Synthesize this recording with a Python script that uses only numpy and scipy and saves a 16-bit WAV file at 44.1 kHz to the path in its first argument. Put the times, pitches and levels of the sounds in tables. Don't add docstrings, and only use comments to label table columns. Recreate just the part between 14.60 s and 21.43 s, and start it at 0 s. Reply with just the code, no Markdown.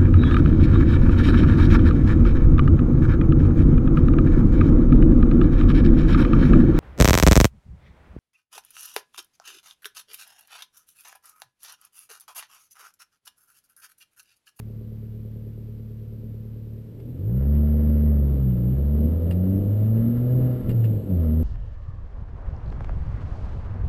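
import sys
import numpy as np
from scipy import signal
from scipy.fft import rfft, irfft, next_fast_len
from scipy.io import wavfile
from scipy.ndimage import map_coordinates

SR = 44100
rng = np.random.default_rng(int(sys.argv[2]) if len(sys.argv) > 2 else 0)


def log_audio(samples):
    frames = np.atleast_2d(samples).T
    limited = np.clip(frames, -1, 1)
    pcm = np.round(limited * 32767).astype(np.int16)
    wavfile.write(sys.argv[1], SR, pcm)


N = 301203
TIME = np.arange(N) / SR


def amp(db):
    return 10 ** (np.asarray(db) / 20)


def unit(x):
    return x / np.sqrt(np.mean(x ** 2) + 1e-20)


def curve(rows):
    return np.interp(TIME, *np.transpose(rows))


def wobble(rate):
    return map_coordinates(rng.standard_normal(int(N * rate / SR) + 4), [TIME * rate])


def coloured(x, points):
    size = 2 * next_fast_len(N // 2 + SR // 4)
    hz, db = np.transpose(points)
    gain = amp(np.interp(np.log(np.fft.rfftfreq(size, 1 / SR) + 1), np.log(hz), db))
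    cepstrum = irfft(np.log(gain), size)
    cepstrum[1:size // 2] *= 2
    cepstrum[size // 2 + 1:] = 0
    return irfft(rfft(x, size) * np.exp(rfft(cepstrum)), size)[:N]


def noise(points):
    return unit(coloured(rng.standard_normal(N), points))


def resonate(x, modes, direct):
    size = next_fast_len(N + SR // 2)
    f = np.fft.rfftfreq(size, 1 / SR)
    ringing = sum(amp(db) * 1j * f * width / (hz * hz - f * f + 1j * f * width)
                  for hz, width, db in modes)
    return irfft(rfft(x, size) * (direct + ringing), size)[:N]


# time in seconds, firings per second.
ENGINE_SPEED = [(0.0, 36.43), (1.96, 36.68), (2.2, 36.77), (2.4, 38.06), (2.49, 40.04), (2.61, 45.39),
                (2.7, 57.8), (2.79, 65.78), (2.89, 71.97), (3.01, 73.93), (3.25, 75.18), (3.48, 74.3),
                (3.82, 66.1), (3.99, 59.26), (4.07, 61.14), (4.22, 70.25), (4.41, 75.2), (4.77, 89.98),
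                (5.1, 102.4), (5.76, 127.0), (6.07, 122.3), (6.43, 101.9), (6.49, 97.1), (6.58, 84.2),
                (6.7, 76.6), (6.83, 80.86)]

def crankshaft():
    rate = curve(ENGINE_SPEED)
    return np.cumsum(rate) / SR, rate


# time in seconds, level in dB.
IDLE_LEVEL = [(0, -43.5), (2.15, -44), (2.32, -50), (2.5, -43), (2.65, -56), (2.8, -100)]
# order (a multiple of the firing rate), relative level in dB.
IDLE_TONES = [(2.5, -16), (3.5, -5.5), (4, -2.5), (5, -5), (5.5, -24.5), (6, 2), (11, -18), (11.25, -15.5),
              (11.5, -15.5)]

def idle(firings):
    throb = sum(amp(db + 0.2 * wobble(2.4)) * np.sin(2 * np.pi * order * firings)
                for order, db in IDLE_TONES)
    return amp(curve(IDLE_LEVEL)) * unit(throb)


# time in seconds, load (above 0 pulling, below 0 pushed by the car).
ENGINE_LOAD = [(0, 0), (2.5, 0), (2.56, 0.15), (2.63, 0.76), (2.92, 1.3), (3.2, 0.97), (3.55, 1.293),
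               (4.35, 0.97), (4.55, 0.54), (5.0, 0.8), (5.45, 0.5), (5.85, 0.68), (6.02, .1), (6.16, -0.94),
               (6.38, -0.38), (6.44, -0.13), (6.53, 0.73), (6.83, 0.84)]

def combustion(overrun):
    load = curve(ENGINE_LOAD)
    return np.maximum(load, -overrun * load)


# centre in Hz, width in Hz, gain in dB.
BOOM_RESONANCES = [(77.1, 19.9, -21), (86, 20, -19), (109.9, 15.3, -15), (127.0, 9.6, -16),
                   (141.3, 49, -23.5), (185.4, 17.9, -15), (231.3, 20.1, -12), (284, 33, -18.5),
                   (403, 26, -24)]

def boom_gain(hz):
    answers = (amp(db) / (1 + ((hz - centre) / width) ** 2) ** 2 for centre, width, db in BOOM_RESONANCES)
    return np.sqrt(sum(answer ** 2 for answer in answers))


THUD_LEVELS = [-5, -2.5, 7.5]

def boom(firings, rate, lag=1.77, uneven=0.035, flutter_db=0.45, coasting=0.15, order_fall_db=6):
    slip = lag * (rate / rate[0] - 1)
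    idle_db = curve(IDLE_LEVEL)
    tone = 0
    for order, thud_db in enumerate(THUD_LEVELS, 1):
        push = np.hypot(curve(ENGINE_LOAD), coasting) if order == 1 else combustion(overrun=0.11)
        swept = push * boom_gain(order * rate) * amp(-order_fall_db * (order - 1))
        level = np.hypot(swept, amp(idle_db + thud_db)) * amp(flutter_db * wobble(40))
        phase = 2 * np.pi * order * firings + slip * (order - 1) * (order - 2)
        tone += np.sqrt(2) * level * np.cos(phase)
    return tone * (1 + uneven * np.cos(np.pi * firings))


def surge(firings, sharpness):
    return unit(np.exp(sharpness * np.cos(2 * np.pi * firings)))


CYLINDER_STRENGTHS = [0.73, 1.0, .65, 1.7]

def pulses(firings, rate, scatter_db, skew, jitter):
    number = np.arange(1, int(firings[-1]))
    pace = np.interp(number, firings, rate)
    imbalance = (np.take(CYLINDER_STRENGTHS, number, mode="wrap") - 1) * rate[0] / pace
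    due = number + skew * imbalance + jitter * rng.standard_normal(len(number))
    starts = np.interp(due, firings, np.arange(N)).astype(int)
    strength = (1 + imbalance) * amp(scatter_db * rng.standard_normal(len(starts))) / np.sqrt(pace)
    return unit(np.bincount(starts, strength, N))


def reflections(t60):
    t = np.arange(SR // 6) / SR
    return rng.standard_normal(len(t)) * amp(-60 * t / t60)


def pipe_echoes(x, t60, direct):
    echo = reflections(t60)
    echo[0] += direct * np.linalg.norm(echo)
    colourless = irfft(np.exp(1j * np.angle(rfft(echo))))
    return unit(signal.fftconvolve(x, colourless)[:N])


# centre in Hz, width in Hz, gain in dB.
PIPE_RESONANCES = [(277, 24, 4.5), (369, 42, -2), (421.7, 28, -1), (492.4, 14, 4), (568.6, 15, 3.5),
                   (626.5, 29, 0), (691, 8.1, 1), (755, 12, 4.5), (850, 11, 3.5)]
# frequency in Hz, gain in dB.
PIPE_COLOUR = [(150, -54), (230, -12), (290, -0.5), (370, -4), (440, -4.5), (505, -2), (620, -6),
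               (720, -16), (850, -24.5), (1250, -29), (1750, -34.5), (4000, -66)]

def rasp(firings, rate, gas_db=-8.5, muffle_hz=500, idle_db=-56, octave_db=7, pulling_db=-43):
    gas = surge(firings, sharpness=0.21) * rng.standard_normal(N)
    puffs = pulses(firings, rate, scatter_db=1, skew=0.12, jitter=0.0039)
    flow = pipe_echoes(puffs, t60=0.036, direct=0.44) + amp(gas_db) * gas
    bright = coloured(resonate(flow, PIPE_RESONANCES, direct=0.68), PIPE_COLOUR)
    dull = signal.sosfilt(signal.butter(3, muffle_hz, fs=SR, output="sos"), bright)
    revved = np.clip(rate / rate[0] - 1, 0, 1)
    effort = np.tanh(combustion(overrun=0.3) / 0.49)
    level = amp(idle_db + octave_db * np.log2(rate / rate[0])) + amp(pulling_db) * effort
    return level * (np.sqrt(revved) * unit(bright) + np.sqrt(1 - revved) * unit(dull))


# frequency in Hz, gain in dB.
HISS_COLOUR = [(100, 2), (900, 3), (1500, -0.5), (3000, -4), (5000, -9), (7000, -15), (10000, -13),
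               (14000, -31)]

def hiss(level_db=-68.5):
    return amp(level_db) * noise(HISS_COLOUR)


# frequency in Hz, gain in dB.
TYRE_COLOUR = [(12, -34), (28, 2.5), (50, -9.5), (90, 0.5), (140, -2), (220, -1), (300, -7.5), (500, -13.5),
               (900, -44), (2000, -82.5)]
GRIT_COLOUR = [(300, -5.5), (750, 14.5), (1200, 2.5), (2000, -2.5), (2900, 0.5), (4300, -6), (5500, -26.5),
               (7500, -7), (11000, -9.5), (14000, -24)]

def road(start_s=2, gather_s=1.54, standing_db=-48, rolling_db=-29.5, grit_db=-31, bumps_db=2.05):
    speed = 1 - np.exp(-np.maximum(TIME - start_s, 0) / gather_s)
    level = np.hypot(amp(standing_db), amp(rolling_db) * speed)
    rumble = amp(bumps_db * wobble(9)) * noise(TYRE_COLOUR)
    grit = amp(grit_db + wobble(9.8)) * noise(GRIT_COLOUR)
    return level * (rumble + grit)


# start in seconds, level in dB, seconds for the crack to fade 60 dB,
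# seconds between bounces, dB lost per bounce, dB of the ring above the crack.
CLICK_EVENTS = [(2.401, -58, 0.035, .009, 17, -15), (2.956, -59, 0.041, 0.011, 7, -16.5),
                (4.710, -40.5, .045, .013, 10, -4.5), (5.208, -54.5, .024, .009, 20, -14.5),
                (5.261, -54.5, .034, 0.0098, 24, -12.5), (5.375, -56.5, .026, .009, 21, -13),
                (6.093, -44.5, .055, 0.01, 4, -9), (6.242, -48.5, .05, .006, 5, -7.5)]
# pitch in Hz, relative level in dB, seconds to fade 60 dB.
CLICK_TONES = [(1250, -20, .03), (1820, 1.5, .025), (2804, 4.5, 0.057), (2900, -11, 0.0064),
               (4620, -19.5, 0.046), (9220, -3.5, 0.058), (14750, -8.5, .045)]
# frequency in Hz, gain in dB.
CRACK_COLOUR = [(300, -2), (1200, 6.5), (2000, 3), (2850, 6), (3800, -6), (5000, -4.5), (6000, -26.5),
                (7500, -8), (11000, -13), (15000, -10.5)]

def clicks(contacts=3):
    ring, bursts = np.zeros(N + SR), np.zeros(N + SR)
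    t = np.arange(SR // 4) / SR
    for start_s, first_db, crack_t60, bounce_s, loss_db, ring_db in CLICK_EVENTS:
        for contact in range(contacts):
            start = round((start_s + contact * bounce_s) * SR)
            span = slice(start, start + len(t))
            db = first_db - contact * loss_db
            bursts[span] += amp(db - 60 * t / crack_t60)
            for hz, tone_db, t60 in CLICK_TONES:
                peak_db = db + ring_db + tone_db + rng.normal(0, 1)
                ring[span] += amp(peak_db - 60 * t / t60) * np.sin(2 * np.pi * hz * t)
    return ring[:N] + bursts[:N] * noise(CRACK_COLOUR)


def cabin_echoes(x, t60, direct):
    echo = reflections(t60)
    echo[0] += direct * np.linalg.norm(echo)
    return unit(signal.fftconvolve(x, echo)[:N])


# time in seconds, level in dB.
BAY_LOUDNESS = [(0, -92), (2.2, -89), (2.6, -74.5), (2.78, -61), (3.4, -59.5), (4.03, -63.5), (4.25, -62),
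                (4.9, -62), (5.92, -56), (6.15, -59), (6.42, -68), (6.62, -60), (6.83, -60.5)]
# centre in Hz, width in Hz, gain in dB.
BAY_RESONANCES = [(860, 12, -10.5), (1003, 19, 6), (1064, 130, -1), (1228, 28, 9.5), (1345, 35, 1.5),
                  (1675, 22, 5), (1950, 41, 3.5), (2130, 41, 1.5), (2810, 50, -0.5), (2910, 61, 9),
                  (3010, 38, 6), (3580, 14, -2), (3600, 100, 3.5)]
# frequency in Hz, gain in dB.
BAY_COLOUR = [(400, -18.5), (800, 1.5), (1300, 1.5), (1650, 1.5), (2400, -8.5), (2850, -11), (3400, -17.5),
              (5000, -14), (7000, -36.5), (9300, -15), (11000, -14.5), (13500, -32.5)]

def engine_bay(firings, rate, tick_db=-2):
    rush = surge(firings, sharpness=0.09) * rng.standard_normal(N) * amp(2.2 * wobble(25))
    valves = pulses(firings, rate, scatter_db=-4, skew=0.1, jitter=0.003)
    ticks = cabin_echoes(valves, t60=0.11, direct=0.14)
    body = resonate(rush + amp(tick_db) * ticks, BAY_RESONANCES, direct=0.74)
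    return amp(curve(BAY_LOUDNESS)) * unit(coloured(body, BAY_COLOUR))


# frequency in Hz, gain in dB.
CLUTCH_COLOUR = [(900, -23), (1750, 5.5), (2100, -0.5), (2600, -6), (3250, -9.5), (4500, -19.5),
                 (6000, -28)]

def clutch(firings, peak_s=3.3, width_s=0.25, peak_db=-66.5):
    swell = np.exp(-0.5 * ((TIME - peak_s) / width_s) ** 2)
    return amp(peak_db) * swell * surge(firings, sharpness=0.23) * noise(CLUTCH_COLOUR)


def scene(pipe_delay_s=0.015):
    firings, rate = crankshaft()
    delayed = firings - pipe_delay_s * rate
    exhaust = idle(firings) + boom(firings, rate) + rasp(delayed, rate)
    return (exhaust + engine_bay(firings, rate) + clutch(firings) + road() + clicks() + hiss())[None]


def record(dry, sizzle_hz=12000, sizzle_gain_db=2, top_hz=15170):
    low = signal.sosfilt(signal.butter(2, 900, fs=SR, output="sos"), dry)
    carrier = np.cos(2 * np.pi * sizzle_hz * TIME)
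    sizzle = amp(sizzle_gain_db) * np.gradient(low, axis=1) * carrier
    size = next_fast_len(N + SR // 4)
    passband = np.fft.rfftfreq(size, 1 / SR) < top_hz
    return irfft(rfft(dry + sizzle, size) * passband, size)[:, :N]


dry = scene()
out = record(dry)
log_audio(out)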